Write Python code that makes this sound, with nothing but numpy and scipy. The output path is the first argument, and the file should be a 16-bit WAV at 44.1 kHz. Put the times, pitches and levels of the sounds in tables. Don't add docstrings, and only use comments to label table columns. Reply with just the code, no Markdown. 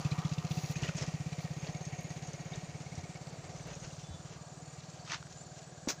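import sys
import numpy as np
from scipy import signal
from scipy.fft import rfft, irfft
from scipy.io import wavfile
from scipy.ndimage import uniform_filter1d

SR = 44100
rng = np.random.default_rng(int(sys.argv[2]) if len(sys.argv) > 2 else 0)


def pcm_store(signal):
    levels = np.round(np.clip(np.atleast_2d(signal), -1, 1) * 32767)
    wavfile.write(sys.argv[1], SR, levels.astype(np.int16).T)


def gain_from_db(level_db):
    decades = np.asarray(level_db, float) / 20
    return 10 ** decades


N = 264600

# pitch [Hz], width [Hz], level [dB].
CHAIN = [(6420, 300, 0), (5740, 740, 7), (4920, 1000, -2), (4450, 1440, 3.5), (3700, 70, -30)]
# pitch [Hz], width [Hz], level [dB].
AIR = [(10100, 2800, 8.5), (14200, 1900, 5), (12430, 2700, 2.5), (8400, 1400, -4)]


def level(x, db):
    return x * gain_from_db(db) / np.sqrt(np.mean(x ** 2))


def curve(table):
    s, *columns = np.transpose(table)
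    return [np.interp(np.arange(N) / SR, s, c) for c in columns]


def ring(x, hz, width_hz):
    return signal.lfilter(*signal.iirpeak(hz, hz / width_hz, fs=SR), x)


def body(x, modes):
    return sum(gain_from_db(db) * ring(ring(x, hz, 1.38 * w), hz, 1.38 * w) for hz, w, db in modes)


def colour(x, spectrum):
    hz, db = np.transpose(spectrum)
    bin_hz = np.arange(N // 2 + 1) * SR / N
    return irfft(rfft(x) * gain_from_db(np.interp(np.log(bin_hz + 1), np.log(hz), db)), N)


def walk(rate):
    k = int(SR / rate)
    held = np.repeat(rng.standard_normal(N // k + 1), k)
    return 1.31 * uniform_filter1d(uniform_filter1d(held, k), k)[:N]


def grit(per_s, spread_db):
    size = gain_from_db(spread_db * np.minimum(rng.exponential(size=N), 3.5))
    strikes = (rng.random(N) < per_s / SR) * size
    return signal.lfilter([1], [1, -.98], strikes) * rng.standard_normal(N)


def add(out, s, sound):
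    i = int(s * SR)
    part = sound[max(-i, 0):N - i]
    out[max(i, 0):max(i, 0) + len(part)] += part


def receding(start_db, share):
    # time [s], level [dB].
    distance = [(0, 0.5), (.5, -3), (1.0, -5), (1.7, -8.5), (2.4, -11), (3.3, -15), (3.9, -15),
                (4.4, -19.5), (5.0, -19), (6, -23.5)]
    return gain_from_db(start_db + share * curve(distance)[0])


def thump():
    # pitch [Hz], width [Hz], signed share, stages [count].
    exhaust = [(150, 50, .46, 3), (82, 44, -.45, 1), (182, 38, -.14, 2), (293, 166, -.17, 2),
               (133, 28, .93, 1)]
    out = 0
    for hz, width, share, stages in exhaust:
        part = np.r_[1., np.zeros(4000)]
        for _ in range(stages):
            part = ring(part, hz, width)
        out = out + share * part / np.abs(part).max()
    return uniform_filter1d(np.r_[np.zeros(44), out], 44)


def motorcycle():
    # time [s], firings per second.
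    speed = [(0, 14.967), (.3, 15.196), (.6, 15.946), (1, 15.679), (1.2, 16.454), (1.6, 16.349),
             (1.8, 16.836), (2.2, 16.925), (2.8, 17.431), (3.3, 17.025), (3.5, 18.541), (3.8, 18.5),
             (4.2, 18.498), (4.6, 18.999), (5.3, 19.103), (6, 19.442)]
    # time [s], ping [Hz], ping [dB], valve shade [dB].
    tappet = [(0, 2550, -61, -4), (.8, 2615, -49, 4.5), (1.2, 2200, -64, 1.5), (1.8, 2160, -61, 4),
              (3.2, 2200, -57, 3), (3.5, 2140, -60, 1.5), (3.9, 1620, -71, -24), (4.3, 1630, -61, -3),
              (4.8, 1615, -64, 4), (6, 1600, -57.5, -25)]
    # time [s], level [dB].
    case_shade = [(0, -5), (.2, 0.5), (.65, 1.5), (1.2, 0), (1.75, 4), (2.3, 4), (3, 4.5), (3.5, 4),
                  (3.9, 3), (4.3, 1), (5.2, -5), (6, -1)]
    # frequency [Hz], density [dB per Hz].
    gas = [(1500, -15), (2500, -2), (3600, -2.5), (5200, -1.5), (7200, -1), (8500, -22), (15000, -54)]
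    # pitch [Hz], width [Hz], level [dB].
    cases = [(717, 56, 3.5), (520, 270, -7), (347, 380, -1), (870, 1300, -18.5)]
    # pitch [Hz], width [Hz], level [dB].
    valves = [(2200, 240, 0.5), (1900, 75, 6.8), (2367, 204, 2.5), (2600, 450, 0.5)]
    # level at the start [dB], share of the distance loss.
    part_levels = [(-48.5, 0.72), (-53, 0.79), (-55.5, 0.36), (-68.5, 0.67)]

    cycles = .135 + np.cumsum(curve(speed)[0]) / SR
    count = np.arange(1, int(cycles[-1]) + 1)
    chance = rng.standard_normal((len(count) + 1, 5))
    fire_s = np.interp(count, cycles, np.arange(N) / SR)
    fire_s = np.r_[2 * fire_s[0] - fire_s[1], fire_s] + .0006 * chance[:, 0]
    ping_hz, ping_db, shade_db = curve(tappet)
    thumps, gate, pings, slug = np.zeros(N), np.zeros(N), np.zeros(N), thump()
    t, step = np.arange(2048) / SR, np.arange(len(slug))
    tail = 11 * np.maximum(step / SR - .014, 0)
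    puff = t / 0.0064 * np.exp(1 - t / 0.011)
    ping_shape = t / 0.0095 * np.exp(1 - t / 0.0048)
    for at, luck in zip(fire_s, chance):
        pitched = np.interp(step * (1 + .025 * luck[4]), step, slug)
        damping = np.exp(-np.clip(at - .2, 0, 4) * tail)
        add(thumps, at - .0094, gain_from_db(0.9 * luck[1]) * pitched * damping)
        add(gate, at - .013, gain_from_db(1.6 * luck[2]) * puff)
        hz = ping_hz[int(max(at, 0) * SR)] * (1 + .015 * luck[4])
        tone = np.sin(2 * np.pi * hz * t * (1 + 0.38 * t))
        add(pings, at - .007, gain_from_db(1.5 * luck[3]) * ping_shape * tone)
    out = thumps * receding(-23, 0.92) + 2 * pings * gain_from_db(ping_db)

    spit = rng.standard_normal(N) + level(grit(350, spread_db=4.5), 5.1)
    hiss = colour(spit, gas) * (1.0 + 0.24 * gate ** 2) * gain_from_db(0.19 * walk(12))
    out += level(hiss, 0) * receding(-54.5, 0.91)

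    beats = (0.63, 0.22, 1.0, 0.11)
    shades = (curve(case_shade)[0], shade_db, 0, 0)
    for part, modes, beat, shade in zip(part_levels, (cases, valves, CHAIN, AIR), beats, shades):
        rattle = rng.standard_normal(N) + level(grit(500, spread_db=3.5), -5.5)
        rattle = rattle * (1 + beat * gate) * gain_from_db(1.1 * walk(11))
        out += level(body(rattle, modes), -2.84) * receding(*part) * gain_from_db(shade)
    return out


def tyres():
    # time [s], roughness [dB].
    road = [
        (0, 6.5),
        (.2, 4),
        (1.4, -3.5),
        (2.3, -16),
        (3.5, 0.5),
        (4.8, 6),
        (6, -8),
    ]
    bumps = rng.standard_normal(N) * gain_from_db(2.0 * walk(14))
    roll = body(bumps, [(980, 390, 6.0), (1172, 124, 6), (1600, 78, -31)])
    return level(roll, -4.0) * receding(-53.5, 0.66) * gain_from_db(curve(road)[0])


def fields():
    # frequency [Hz], density [dB per Hz].
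    land = [(24, -41), (40, -9), (70, -3), (150, -4), (235, -8.5), (417, -9.5), (740, -4), (838, -13),
            (1280, -16.5), (1600, -16.5), (1910, -20), (3000, -23.5), (3950, -22.5), (4500, -24.5),
            (5200, -21), (6700, -16.5), (7300, -19.5), (7800, -27), (9650, -40.5), (15500, -107)]
    swell = walk(0.82)
    out = np.zeros(N)
    for edges in [(45, 250), (250, 1000), (1000, 3200), (3200, 5500), (5500, 16000)]:
        band = signal.butter(2, edges, "band", fs=SR, output="sos")
        out += signal.sosfilt(band, rng.standard_normal(N)) * gain_from_db(.6 * swell + 1.2 * walk(8))
    return level(colour(out, land), -54.5)


def brush(s, rise, fall):
    t = np.arange(N) / SR - s
    return gain_from_db(-20 * np.where(t < 0, -t / rise, t / fall))


def grass():
    # peak [s], rise [s], fall [s], peak [dB], treble tilt [dB].
    clumps = [(.02, 0.057, .3, -52, -4), (.33, 0.075, 0.062, -53, 3), (.84, 0.066, 0.061, -34, -5),
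              (.888, 0.032, 0.039, -38, -4.5), (.985, 0.038, 0.068, -36.5, -2),
              (1.025, 0.038, 0.12, -38.5, -4), (1.68, 0.13, 0.073, -41.5, -6.5),
              (2.294, 0.083, 0.27, -52, -10), (2.466, 0.029, .04, -51, -7), (2.55, 0.069, 0.17, -47, -7),
              (3.6, 0.1, 0.034, -52.5, -11), (3.68, 0.047, 0.17, -46.5, -11),
              (3.848, 0.073, 0.095, -46.5, -4.5), (4.334, 0.17, 0.069, -49, -5),
              (4.95, 0.041, 0.12, -62, 12.5), (5.3, 0.023, 0.32, -60, 5), (5.58, 0.087, 0.095, -58.5, 8),
              (3.47, 0.12, 0.069, -59, -15), (4.0, 0.099, 0.2, -59.5, 8)]
    # peak [s], rise [s], fall [s], peak [dB], treble tilt [dB].
    stalks = [
        (5.077, 0.0032, 0.1, -48, .1),
        (5.118, 0.046, 0.057, -37.5, -0.9),
        (5.15, 0.047, 0.036, -46.5, .1),
    ]
    # peak [s], rise [s], fall [s], peak [dB], treble tilt [dB].
    scrapes = [
        (5.886, 0.0071, 0.052, -33.5, .1),
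        (5.903, 0.018, 0.027, -32.5, .1),
    ]
    # frequency [Hz], density [dB per Hz].
    green = [(150, -1), (250, -7), (646, 0), (729, -10.5), (781, -10.5), (1730, -8.5), (1890, -6),
             (2160, -7.5), (2950, -5.5), (3630, -10), (6650, -4), (8320, -23), (15500, -59)]
    # frequency [Hz], density [dB per Hz].
    dry_blades = [(180, -44), (300, -7), (484, -12), (581, -24), (674, 2), (769, -8), (907, 1), (1390, 1),
                  (2690, 0), (2880, -1), (6460, -1.5), (8010, -22), (15500, -58)]
    # frequency [Hz], density [dB per Hz].
    husk = [(180, -34), (300, -6.5), (1030, -8.5), (1350, -7.5), (1490, -9), (1840, -9), (2000, -8),
            (2740, -11), (2930, -15.5), (6460, -2), (8990, -32), (11900, -34), (15500, -23)]
    crackle = level(grit(2200, spread_db=2.0), 0) + 0.62 * rng.standard_normal(N)
    crackle = crackle * gain_from_db(2.26 * walk(70))
    out = np.zeros(N)
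    for rows, blades in ((clumps, green), (stalks, dry_blades), (scrapes, husk)):
        sound = level(colour(crackle, blades), -3.5)
        low = signal.filtfilt(*signal.butter(1, 1500, fs=SR), sound)
        for s, rise, fall, db, tilt_db in rows:
            tilted = gain_from_db(-tilt_db) * low + gain_from_db(tilt_db) * (sound - low)
            out += gain_from_db(db) * brush(s, rise, fall) * tilted
    return out


def ticks():
    # start [s], peak [dB], ring [Hz], t60 [s].
    clanks = [(0.006, -39, 4500, 0.042), (0.0498, -36, 2600, .05), (0.1201, -33, 2490, 0.048),
              (0.1855, -37, 2330, .04), (0.2508, -35.5, 3380, 0.035), (0.273, -39, 4000, 0.019),
              (0.3152, -38, 3930, .03), (0.3351, -35.5, 4820, 0.05), (0.383, -37, 3620, 0.028),
              (0.4474, -41, 2670, 0.055), (0.476, -40, 4130, .03), (0.5122, -35, 3500, 0.05),
              (0.575, -44, 2500, .04), (1.329, -36, 4020, 0.03), (1.385, -44, 2150, 0.064),
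              (1.475, -42, 1840, .07), (1.745, -37.5, 2200, .1), (2.045, -40, 2120, 0.079),
              (2.22, -47, 2160, 0.064), (2.345, -45, 2130, .06), (2.52, -39, 2200, 0.071),
              (2.69, -43, 2200, 0.0635), (2.745, -43, 2260, .06), (1.84, -44, 1900, 0.083),
              (1.93, -39, 2200, 0.063), (1.988, -38, 2200, .06), (2.105, -40.5, 1920, 0.065),
              (2.863, -42, 2200, 0.067), (2.92, -41, 2170, .07), (2.978, -41, 2200, .06),
              (3.152, -43, 2200, 0.075), (3.212, -44, 2190, 0.05)]
    # start [s], peak [dB], ring [Hz], t60 [s].
    case_rings = [(.111, -47, 735, 0.094), (.174, -38, 740, .12), (.241, -40, 721, .1),
                  (.376, -43, 713, .1), (.444, -39, 725, .1), (.505, -44, 762, 0.049),
                  (.563, -34, 744, 0.088), (.616, -51, 720, .1), (.637, -40, 745, 0.143),
                  (.69, -38, 740, 0.11), (.829, -40, 600, 0.055), (.856, -38, 700, 0.046)]
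    # start [s], peak [dB], ring [Hz], t60 [s].
    twigs = [(0.114, -34.5, 4050, 0.056), (0.383, -35, 2730, 0.024), (0.511, -39, 2480, 0.042),
             (0.7564, -32, 2480, 0.045), (1.329, -32, 2300, 0.024), (1.8517, -36, 6310, 0.046),
             (2.104, -37, 6300, 0.023), (2.272, -38, 6750, 0.039), (2.333, -36, 6200, 0.029),
             (2.557, -36.5, 6300, 0.031), (2.953, -41.5, 5800, 0.041), (3.7523, -37.5, 6670, 0.023),
             (4.8047, -41, 3880, 0.021), (4.8995, -39, 6350, 0.026), (5.075, -38, 1280, 0.032),
             (5.113, -39, 1900, .03), (5.1197, -35, 1400, 0.037), (5.1416, -34, 1220, 0.047),
             (3.0098, -43, 6400, 0.028), (3.3281, -48, 4960, .04), (3.4428, -46, 4870, .03),
             (2.81, -45, 2150, .06), (3.04, -44, 2200, .06)]
    # start [s], peak [dB], ring [Hz], t60 [s].
    stems = [(0.8248, -34, 900, 0.032), (0.833, -31, 2940, .03), (0.8362, -29, 1970, 0.055),
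             (0.845, -32, 2820, .04), (0.856, -34, 1900, 0.0406), (0.868, -39, 2430, .04),
             (0.879, -33, 3020, 0.033), (0.892, -32.5, 1450, .04), (0.8856, -32.5, 2580, .04),
             (0.9679, -34.5, 6630, 0.055), (0.9854, -34, 5560, 0.0314), (1.003, -41, 2500, .02),
             (1.0218, -32, 5200, 0.043), (1.0228, -34.5, 2080, 0.037), (1.065, -37, 6500, .03),
             (1.646, -38.5, 2460, .04), (1.672, -38, 4400, 0.037), (3.595, -43, 2280, 0.043),
             (3.685, -44, 2200, .05), (3.735, -42, 2550, .05), (3.845, -43, 2250, 0.042),
             (3.905, -45, 2790, .04), (5.084, -45, 4240, .02), (5.099, -36, 2280, .04),
             (5.142, -41, 3960, .03), (5.301, -45, 6050, .04), (5.325, -40, 5440, .03),
             (5.334, -46, 7100, .02)]
    # start [s], peak [dB], ring [Hz], t60 [s].
    husk_ticks = [
        (5.8866, -19, 6200, 0.005),
        (5.8911, -24, 6000, .006),
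        (5.8953, -25, 6330, .015),
        (5.8987, -23, 6270, 0.005),
        (5.9045, -27, 6000, .015),
        (5.9148, -29, 5550, 0.006),
    ]
    strikes = [(*row, 1, 0) for row in twigs + husk_ticks + stems]
    strikes += [(*row, .9 if row[0] < 1 else .25, 1.5) for row in clanks]
    strikes += [(*row, .15, 0) for row in case_rings]
    out, t = np.zeros(N), np.arange(3000) / SR
    for s, db, hz, t60, rough, glide in strikes:
        noise = rng.standard_normal(len(t))
        crack = 0.19 * ring(noise, 4000, 4400) + 1.25 * ring(noise, hz, 0.32 * hz)
        rise_s = .07 * t60
        shape = np.minimum(t / rise_s, 1) * np.exp(-np.log(1000) * t / t60)
        tone = np.sin(2 * np.pi * hz * t * (1 + glide * (t - .015)))
        add(out, s - rise_s / 2, gain_from_db(db) * shape * (0.5 * tone + rough * crack))
    return signal.sosfilt(signal.butter(6, 7600, fs=SR, output="sos"), out)


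def slides():
    # start [s], length [s], level [dB].
    strokes = [
        (0.481, 0.26, -62),
        (0.824, 0.051, -69),
        (1.391, 0.061, -66.5),
        (5.88, 0.043, -62),
    ]
    t, noise = np.arange(N) / SR, rng.standard_normal(N) * gain_from_db(1.0 * walk(20.2))
    hiss = level(body(noise, AIR), -1.1) + level(body(noise, CHAIN), 8.5)
    gain = np.zeros(N)
    for s, length, db in strokes:
        fade = np.minimum((t - s) / 0.023, (s + length - t) / 0.011)
        gain += gain_from_db(db) * np.clip(fade, 0, 1)
    return hiss * gain


def snaps():
    # start [s], peak [dB].
    clicks = [
        (0.7133, -37),
        (2.01, -45),
        (2.0323, -46),
        (3.675, -50),
        (5.8855, -44),
    ]
    out, t = np.zeros(N), np.arange(SR // 4) / SR
    for s, db in clicks:
        add(out, s, gain_from_db(db) * np.exp(-t / 0.000097) * np.cos(2 * np.pi * 13000 * t) * 1.4)
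    return out


def reeds():
    # pitch [Hz], resting level [dB], swells of peak [s], width [s], level [dB].
    singers = [
        (6580, -80, [(.7, 0.12, -52), (1.8, 0.39, -55), (2.35, 0.35, -59), (3.78, 0.17, -55)]),
        (7000, -68, [(2.9, 1, -91), (4.65, 0.25, -73), (5.38, 0.057, -56), (5.6, 0.17, -66)]),
        (4490, -68.5, [(3.3, 0.041, -69), (5.0, 0.17, -67)]),
        (6000, -80, [(3.58, .04, -62), (3.75, 0.14, -58), (3.9, 0.067, -67)]),
    ]
    out, t = 0, np.arange(N) / SR
    for hz, rest_db, swells in singers:
        gain = gain_from_db(rest_db) + sum(gain_from_db(db) * np.exp(-((t - s) / width) ** 2) for s, width, db in swells)
        starts = (rng.random(N) < 170 / SR) * gain_from_db(1.8 * rng.standard_normal(N))
        notes = signal.fftconvolve(starts, np.hanning(600))[:N]
        waver = 1 + .008 * walk(2) + .012 * walk(30) + .022 * walk(400)
        tone = np.sin(2 * np.pi * np.cumsum(hz * waver) / SR)
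        out = out + level(notes * tone, -4.0) * gain
    return out


def even_cricket():
    # time [s], level [dB].
    song = [(2.6, -80), (3.1, -71), (3.4, -82), (4.1, -76), (4.3, -67), (4.7, -66), (4.9, -73), (5.08, -69),
            (5.25, -76), (5.4, -66), (5.7, -69), (6, -78)]
    pitch_hz, notes_per_s = 7050, 27.5
    beat = np.cumsum(notes_per_s * (1 + .08 * walk(5))) / SR
    waver = 1 + .004 * walk(60) + .006 * walk(500)
    tone = np.sin(2 * np.pi * np.cumsum(pitch_hz * waver) / SR)
    return level(np.sin(np.pi * beat) ** 4 * gain_from_db(2.5 * walk(20)) * tone, 0) * gain_from_db(curve(song)[0])


def cricket():
    # end [s], upper wing [dB], lower wing [dB], lower wing [Hz].
    trills = [(2.68, -71, -80, 7630), (2.825, -70, -80, 7630), (2.985, -72, -74, 7630),
              (3.15, -71, -67.5, 7640), (3.305, -74, -67, 7640), (3.475, -74, -67.5, 7640),
              (3.635, -73, -71, 7650), (3.71, -74, -77, 7650), (3.84, -70, -74, 7600),
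              (3.965, -71, -72, 7600), (4.1, -72, -72, 7700), (4.2, -72, -76, 7600), (4.3, -73, -71, 7500),
              (4.485, -72, -72, 7600), (4.615, -72, -70, 7800), (4.75, -71, -76, 7600),
              (4.8, -77, -71, 7750), (4.95, -77, -69, 7700), (5.1, -75, -69, 7820), (5.28, -73, -71, 7800),
              (5.445, -74, -68, 7900), (5.585, -77, -73, 7700), (5.71, -76, -67, 7930),
              (5.875, -76, -67, 7900), (6.05, -80, -71, 7930)]
    trill_s, strokes_per_s, upper_hz = 0.13, 106.3, 8190
    out, t = np.zeros(N), np.arange(int(trill_s * SR)) / SR
    stroke = np.abs(np.sin(np.pi * strokes_per_s * (t - trill_s)) ** 3) * (.7 + t / trill_s)
    which = ((trill_s - t) * strokes_per_s).astype(int)
    songs = [(1 + k * .131, -77, 8600) for k in range(12)]
    songs += [(s, up, upper_hz) for s, up, *_ in trills]
    songs += [(s, low, hz) for s, _, low, hz in trills]
    for end, db, hz in songs:
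        slip, size, bend = rng.standard_normal((3, 32))[:, which]
        creep = .0006 + .0028 * (end > 4.4) * (hz < upper_hz)
        pitch = hz * (1 + .008 * bend - creep * which)
        trill = stroke * gain_from_db(1.8 * size) * np.sin(2 * np.pi * (pitch * t + slip))
        add(out, end - trill_s, level(trill, db - .5))
    return out


def whistle(table, partials):
    hz, db = curve(table)
    t = np.arange(N) / SR
    on = uniform_filter1d(1. * (t > table[0][0]) * (t < table[-1][0]), 128)
    phase = 2 * np.pi * np.cumsum(hz) / SR
    return np.sqrt(2) * on * gain_from_db(db) * sum(gain_from_db(d) * np.sin(k * phase) for k, d in partials)


def birds():
    # time [s], pitch [Hz], level [dB].
    chirp = [
        (2.528, 3220, -73),
        (2.533, 3350, -61),
        (2.536, 3700, -45.5),
        (2.541, 3850, -51),
        (2.552, 3770, -72),
    ]
    # time [s], pitch [Hz], level [dB].
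    warble = [
        (3.495, 5500, -71),
        (3.51, 5720, -63.5),
        (3.525, 5600, -63.5),
        (3.54, 5380, -65.5),
        (3.555, 5200, -69),
        (3.57, 5120, -63.5),
        (3.59, 5050, -70),
    ]
    return whistle(chirp, [(0.99, 0)]) + whistle(warble, [(0.99, 0)])


def knocks():
    # start [s], peak [dB], ring [Hz], t60 [s].
    blows = [
        (2.943, -39, 130, .07),
        (2.978, -36, 92, .15),
        (3.45, -45, 90, .15),
        (4.104, -37, 82, .16),
        (5.8737, -23, 175, .022),
        (5.8772, -23, 190, .022),
    ]
    out, t = np.zeros(N), np.arange(SR // 4) / SR
    for s, db, hz, t60 in blows:
        cycles = hz * (t + 0.0015 * (1 - np.exp(-t / 0.00061)))
        add(out, s, -gain_from_db(db) * np.exp(-np.log(1000) * t / t60) * np.sin(2 * np.pi * cycles))
    return out


def cracks():
    # start [s], peak [dB], ring [Hz].
    breaks = [(5.0514, -45, 5000), (5.0985, -36, 2650), (5.1195, -29, 1300), (5.1425, -32, 1350),
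              (5.1455, -35, 2200), (5.2272, -37, 1450), (5.2694, -46, 1500), (3.157, -44, 4720),
              (3.172, -46, 5500), (3.2707, -44, 4450), (3.2957, -45, 6400), (3.705, -43, 6000),
              (3.74, -43, 6200), (3.85, -43, 6300), (3.968, -45, 6000), (4.07, -46, 6300)]
    out, t = np.zeros(N), np.arange(512) / SR
    for s, db, hz in breaks:
        short_ring = np.exp(-t / .0014) * np.sin(2 * np.pi * hz * t)
        edge = .8 * np.exp(-t / .001) * rng.standard_normal(len(t))
        add(out, s, gain_from_db(db) * (short_ring + edge))
    return signal.sosfilt(signal.butter(5, (800, 6800), "band", fs=SR, output="sos"), out)


def squeak():
    # time [s], pitch [Hz], level [dB].
    rub = [
        (4.025, 3470, -76),
        (4.044, 3465, -62),
        (4.07, 3480, -67),
        (4.1, 3460, -72),
        (4.13, 3475, -65),
        (4.15, 3472, -60),
        (4.168, 3480, -69),
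        (4.19, 3465, -72),
        (4.215, 3480, -79),
    ]
    # harmonic [number], level [dB].
    sides = [(7, -16), (8, -13), (9, 1.5), (10, -15)]
    # time [s], pitch [Hz], level [dB].
    broken = [
        (4.1, 3470, -80),
        (4.125, 3470, -69),
        (4.145, 3480, -68),
        (4.16, 3480, -80),
    ]
    steady = whistle(rub, [(k / 9, db) for k, db in sides])
    return steady + whistle(broken, [(8 / 9, -2), (10 / 9, 0)])


def scene():
    near = motorcycle() + tyres() + grass() + ticks() + slides() + snaps()
    near += reeds() + even_cricket() + cricket() + birds() + knocks() + cracks() + squeak()
    t = np.arange(SR // 4) / SR
    smear = rng.standard_normal(len(t)) * np.exp(-t / 0.013) * (t > .012)
    smear = signal.lfilter(*signal.butter(2, 300, "high", fs=SR), smear)
    hedge = gain_from_db(-45) * signal.fftconvolve(near, smear)[:N]
    return (near + hedge + fields())[None]


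def band_limit(x):
    return signal.sosfilt(signal.butter(12, 16510, fs=SR, output="sos"), x)


def record(dry):
    bass_cut = signal.butter(2, 40, "high", fs=SR, output="sos")
    top_cut = signal.ellip(10, .2, 60, 15500, fs=SR, output="sos")
    return band_limit(signal.sosfilt(np.vstack([bass_cut, top_cut]), dry))


dry = scene()
out = record(dry)
pcm_store(out)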